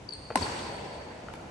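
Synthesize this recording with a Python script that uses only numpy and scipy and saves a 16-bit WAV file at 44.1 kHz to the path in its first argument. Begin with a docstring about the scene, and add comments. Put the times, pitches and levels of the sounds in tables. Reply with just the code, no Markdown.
"""A large, hard sports hall: a racket strikes a shuttlecock as shoes squeak, thud and scuff on the court.
The blow is a gliding string tone, a sagging thump, frame modes and a noise crackle; squeaks are gliding
tones, footfalls damped knocks with slaps of noise, scuffs short high-passed noise.
A near surface answers within two hundredths of a second, then the long tail of the hall, noise
decaying band by band, swells in over a steady rumble of coloured noise."""
import sys
import numpy as np
from scipy import signal
from scipy.fft import rfft, irfft
from scipy.io import wavfile

SR = 44100
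rng = np.random.default_rng(int(sys.argv[2]) if len(sys.argv) > 2 else 0)


def level_to_linear(level):
    """Convert decibel levels to linear amplitude factors, elementwise."""
    exponent = np.asarray(level, float) / 20
    return 10 ** exponent


def bounce(signal):
    """Save signal as a 16-bit WAV file at the path given by the first command-line argument."""
    frames = np.transpose(np.atleast_2d(signal))
    limited = np.clip(frames, -1, 1)
    pcm = np.round(limited * 32767).astype(np.int16)
    wavfile.write(sys.argv[1], SR, pcm)


N = 66150


def at_hz(rows, hz, column=1):
    """A table column read on a log-frequency axis."""
    rows = np.array(rows, float)
    return np.interp(np.log(hz + 1), np.log(rows[:, 0]), rows[:, column])


def since(s):
    """Seconds after s, zero before."""
    return np.maximum(np.arange(N) / SR - s, 0)


def pan(x, db):
    """Two channels, the left db above the right."""
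    return x * level_to_linear(np.array([[db / 2], [-db / 2]]))


def ring(t, hz, t60):
    """A mode swings up with a time constant of one cycle and dies away exponentially."""
    rise = 1 - np.exp(-t * hz)
    return np.sin(2 * np.pi * hz * t) * rise * level_to_linear(-60 * t / t60)


def passed(x, hz, kind):
    """Second-order high- or low-pass."""
    return signal.sosfilt(signal.butter(2, hz, kind, fs=SR, output="sos"), x)


# Blows of the racket, a little left of the microphones.
# Each row: start in seconds, level in dB, left over right in dB.
BLOWS = [(0.3558, -10.5, 2.5)]
# Modes of frame and cork under each blow. Each row: pitch in Hz, relative level in dB, t60 in seconds.
FRAME_MODES = [(528, -14, 0.056), (1940, -1.5, 0.0048), (2720, -12.5, 0.0086)]


def racket():
    """The cork rings string bed and frame and pushes air; a bright crackle rides on the contact."""
    out = 0
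    for start_s, db, pan_db in BLOWS:
        t = since(start_s)
        frame = sum(level_to_linear(mode_db) * ring(t, hz, t60) for hz, mode_db, t60 in FRAME_MODES)
        body = strings(t) + thump(t) + frame
        out = out + level_to_linear(db) * pan(body + crackle(t), pan_db)
    return out


STRINGS_HZ, LOADED_HZ = 1034, 790
CONTACT_S, LEAVE_S = 0.0028, 0.0022  # full contact, then the time to glide free
STRINGS_DB, DRIVEN_DB, STRINGS_T60_S = -6.5, 5, 0.072


def strings(t):
    """The cork's mass pulls the pitch down and drives it hard; as it leaves, the tone glides up and rings free."""
    loaded = 1 - np.clip((t - CONTACT_S) / LEAVE_S, 0, 1)
    hz = STRINGS_HZ + (LOADED_HZ - STRINGS_HZ) * loaded
    phase = 2 * np.pi * np.cumsum(hz * (t > 0)) / SR
    level = level_to_linear(STRINGS_DB + DRIVEN_DB * loaded - 60 * t / STRINGS_T60_S)
    return np.sin(phase) * np.minimum(t / 0.00078, 1) * level


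# Low thump of the blow.
# Its row: start pitch in Hz, end pitch in Hz, sag time constant in seconds, relative level in dB, t60 in seconds.
THUMP = (400, 165, .009, -8, .075)


def thump(t):
    """A low push of air whose pitch sags as it dies."""
    start_hz, end_hz, sag_s, db, t60 = THUMP
    hz = end_hz + (start_hz - end_hz) * np.exp(-t / sag_s)
    phase = 2 * np.pi * np.cumsum(hz * (t > 0)) / SR
    return np.sin(phase) * (1 - np.exp(-t / 0.003)) * level_to_linear(db - 60 * t / t60)


# Colour of the contact crackle. Each row: frequency in Hz, relative level in dB per Hz.
CRACK_COLOUR = [(1500, 5), (3400, -9), (4300, -1.5), (5600, -6), (6500, -19.5), (8400, -1.5), (10400, -8),
                (12000, -13)]
CRACK_DB = -13
CRACK_SIDE_DB = 1  # difference between the microphones, against what they share
CRACK_RISE_S, CRACK_HOLD_S, CRACK_T60_S = 0.001, 0.0027, 0.011


def crackle(t):
    """A short burst of bright noise, partly different in each microphone."""
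    hz = np.arange(N // 2 + 1) * SR / N
    spectra = rfft(rng.standard_normal((2, N))) * level_to_linear(at_hz(CRACK_COLOUR, hz))
    mid, side = irfft(spectra * (hz > 1200), N)
    noise = (mid + level_to_linear(CRACK_SIDE_DB) * side * [[1], [-1]]) / mid.std()
    fade = level_to_linear(-60 * np.maximum(t - CRACK_HOLD_S, 0) / CRACK_T60_S)
    return level_to_linear(CRACK_DB) * noise * np.minimum(t / CRACK_RISE_S, 1) * fade


# Shoe squeaks, well to the left of the microphones.
# Each row: start in seconds, length in seconds, level in dB, start pitch in Hz, end pitch in Hz,
# octave partial in dB against the fundamental.
SQUEAKS = [(.0880, 0.0072, -30.5, 4750, 4500, -24), (0.1196, 0.016, -35, 4520, 4415, -21),
           (0.1334, 0.0057, -35.5, 4450, 4140, -5), (0.4204, 0.0158, -29.5, 4800, 4207, -36)]
SQUEAK_PAN_DB = 9
SQUEAK_ROUGH, SQUEAK_WAVER_HZ = 0.1, 50  # rms depth of level and pitch unsteadiness


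def squeaks():
    """Rubber sticks and slips: a brief gliding tone with its octave, slightly rough."""
    out = 0
    grit = passed(rng.standard_normal(N), 610, "low")
    grit = grit / grit.std()
    waver_hz = SQUEAK_WAVER_HZ * grit[::-1]  # reversed, so pitch and level do not move together
    for start_s, length_s, db, start_hz, end_hz, octave_db in SQUEAKS:
        u = np.minimum(since(start_s) / length_s, 1)
        hz = start_hz + (end_hz - start_hz) * u + waver_hz
        phase = 2 * np.pi * np.cumsum(hz) / SR
        tone = np.sin(phase) + level_to_linear(octave_db) * np.sin(2 * phase)
        out = out + level_to_linear(db) * np.sin(np.pi * u) ** 1.4 * tone * (1 + SQUEAK_ROUGH * grit)
    return pan(out, SQUEAK_PAN_DB)


# Footfalls on the court, a little left of the microphones.
# Each row: start in seconds, level in dB, pitch in Hz, t60 in seconds, slap in dB against the step.
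STEPS = [(.3035, -22.5, 640, .016, -8), (.3092, -22.5, 470, .032, -10), (1.2845, -30, 1390, .018, -9),
         (1.3372, -28, 900, .014, -7)]
STEP_PAN_DB = 2
SLAP_HZ, SLAP_T60_S = 2400, 0.018
BOARD_HZ, BOARD_DB, BOARD_T60_S = 830, -6, 0.022  # a floorboard sounds under every footfall


def footfalls():
    """Each footfall is a damped knock of sole and board with a slap of noise."""
    out = 0
    slap = rng.standard_normal(N)
    slap = passed(passed(slap, SLAP_HZ, "low"), SLAP_HZ, "low")
    for start_s, db, hz, t60, slap_db in STEPS:
        t = since(start_s)
        shape = np.minimum(t / 0.00093, 1) * level_to_linear(-60 * t / SLAP_T60_S)
        burst = level_to_linear(slap_db) * slap / slap.std() * shape
        knock = ring(t, hz, t60) - level_to_linear(BOARD_DB) * ring(t, BOARD_HZ, BOARD_T60_S)
        out = out + pan(level_to_linear(db) * (knock + burst), STEP_PAN_DB)
    return out


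# A sole scuffs the court briefly. Each row: start in seconds, length in seconds, noise level in dB before filtering.
SCUFFS = [(1.334, 0.0075, -45.5), (1.346, 0.015, -53)]


def scuffs():
    """Rubbing makes high-passed noise that swells and fades, independent in each microphone."""
    rub = 0
    for start_s, length_s, db in SCUFFS:
        rub = rub + level_to_linear(db) * np.sin(np.pi * np.minimum(since(start_s) / length_s, 1))
    return rub * passed(rng.standard_normal((2, N)), 3000, "high")


# Near surface on the other side of the microphones.
# Its row: level in dB, left over right in dB, high-pass in Hz, low-pass in Hz.
ECHO = (-5.5, -3.5, 1250, 8500)
ECHO_S = 0.0172


def near_echo(dry):
    """One delayed reflection from the other side, without bass and top."""
    db, pan_db, low_hz, high_hz = ECHO
    t = np.arange(N) / SR
    late = np.interp(t - ECHO_S, t, dry.mean(axis=0), left=0)
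    late = passed(passed(late, low_hz, "high"), low_hz, "high")
    return pan(level_to_linear(db) * passed(late, high_hz, "low"), pan_db)


# Diffuse sound at the two microphones. Each row: frequency in Hz, left-right likeness from 0 to 1.
LIKENESS = [(60, 1), (170, 0.98), (500, 0.57), (1440, 0.013), (4150, 0.06), (12000, 0.56)]
# Balance of the diffuse sound. Each row: frequency in Hz, left over right in dB.
LEANING = [(60, 0.0), (170, -0.5), (500, 1), (1440, 0.5), (4150, 0.5), (12000, 0)]


def diffuse(colour):
    """Stereo noise spectra in the colour of a table, alike in the bass, leaning by band."""
    hz = np.arange(N // 2 + 1) * SR / N
    mid, side = rfft(rng.standard_normal((2, N)))
    alike = np.clip(at_hz(LIKENESS, hz), -1, 1)
    both = np.sqrt((1 + alike) / 2) * mid + np.sqrt((1 - alike) / 2) * side * [[1], [-1]]
    lean_db = at_hz(LEANING, hz) * [[0.5], [-0.5]]
    return hz, both * level_to_linear(at_hz(colour, hz) + lean_db)


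# Tail of the hall, far around the microphones.
# Each row: band centre in Hz, relative level of a blow as it fills the hall in dB, t60 in seconds.
HALL = [(40, -15, 2.1), (88, 1, 1.78), (173, -5.5, 9.6), (350, 0, 3.13), (650, -4, 6.45), (1050, 1.5, 2.53),
        (1090, -6.5, 2.15), (1730, -8.5, 3.37), (3240, -13.5, 2.55), (4500, -13.5, 2.3),
        (7020, -17.5, 1.43), (8060, -15, 1.89), (10200, -25.5, 1.45)]
BLOW_WET_DB, SQUEAK_WET_DB, FEET_WET_DB = -8.5, -39.5, -39
FAR_WALL_S, SWELL_S = 0.0533, 0.0027
EARLY_BASS_DB, EARLY_TREBLE_DB = -4.5, -1.5  # before the far walls reply
FAR_WALL_DB, FAR_WALL_FADE_S = 3, 0.025  # their first answer stands out in the bass
PATCHY_DB, PATCHES_HZ = 1.5, 12.8  # reflections come in clumps


def hall(shoes):
    """Noise dying by band answers a click and swells when far walls reply; blows enter as coloured clicks."""
    hz, noise = diffuse([(20, 0), (20000, 0)])
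    t = np.arange(N) / SR
    centres = [row[0] for row in HALL]
    arrived = np.clip((t - FAR_WALL_S) / SWELL_S, 0, 1)
    first_fade = np.exp(-np.maximum(t - FAR_WALL_S - SWELL_S, 0) / FAR_WALL_FADE_S)
    first_db = FAR_WALL_DB * arrived * first_fade
    plain, coloured = 0, 0
    for k, (centre, db, t60) in enumerate(HALL):
        share = np.interp(np.log(hz + 1), np.log(centres), np.arange(len(HALL)) == k)
        clumps = passed(rng.standard_normal(N), PATCHES_HZ, "low")
        early_db = EARLY_BASS_DB if centre < 2000 else EARLY_TREBLE_DB
        swell_db = early_db * (1 - arrived) + first_db * (centre < 2000)
        swell = level_to_linear(swell_db + PATCHY_DB * clumps / clumps.std()) * np.minimum(t / 0.0046, 1)
        band = irfft(noise * share, N) * level_to_linear(-60 * t / t60) * swell
        plain = plain + band
        coloured = coloured + level_to_linear(db) * band
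    out = signal.fftconvolve(shoes.mean(axis=0)[None], plain, axes=1)[:, :N]
    for start_s, db, _ in BLOWS:
        start = int(start_s * SR)
        out[:, start:] += level_to_linear(db + BLOW_WET_DB) * coloured[:, :N - start]
    return out


# Air and distant play, as a steady floor. Each row: frequency in Hz, relative level in dB per Hz.
RUMBLE_COLOUR = [(25, -36), (45, 7), (80, 12), (180, 5.5), (450, 3.5), (930, 0), (1290, -6), (2500, -9),
                 (4500, -17), (6500, -18), (8900, -25), (11000, -28.5), (12500, -31)]
RUMBLE_DB, RUMBLE_FLICKER_DB = -47, 0.5  # rms level and rms flicker


def rumble():
    """Coloured noise makes the hall's steady floor, its level flickering a little."""
    noise = irfft(diffuse(RUMBLE_COLOUR)[1], N)
    slow = passed(rng.standard_normal(N), 2.67, "low")
    return level_to_linear(RUMBLE_DB + RUMBLE_FLICKER_DB * slow / slow.std()) * noise / noise.std()


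def scene():
    """All sources with their echo and tail, over the rumble."""
    squeak = squeaks()
    foot = footfalls() + scuffs()
    dry = racket() + squeak + foot
    tail = hall(level_to_linear(SQUEAK_WET_DB) * squeak + level_to_linear(FEET_WET_DB) * foot)
    return dry + near_echo(dry) + tail + rumble()


def band_limit(x):
    """A steep low-pass at the top of the band."""
    return signal.sosfilt(signal.butter(12, 12570, fs=SR, output="sos"), x)


# Gap in the treble. Its row: centre in Hz, width in Hz, share of the filtered sound from 0 to 1.
TREBLE_GAP = (9680, 750, .97)


def record(dry):
    """A gap is filtered into the treble and both ends of the spectrum are cut steeply."""
    centre_hz, width_hz, depth = TREBLE_GAP
    edges_hz = [centre_hz - width_hz / 2, centre_hz + width_hz / 2]
    gap = signal.butter(3, edges_hz, "bandstop", fs=SR, output="sos")
    mix = (1 - depth) * dry + depth * signal.sosfilt(gap, dry)
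    mix = passed(passed(mix, 17.4, "high"), 17.4, "high")
    top_cut = signal.cheby2(12, 50, 12320, fs=SR, output="sos")  # 50 dB down from 12320 Hz
    mix = signal.sosfilt(top_cut, mix)
    return band_limit(mix)


dry = scene()
out = record(dry)
bounce(out)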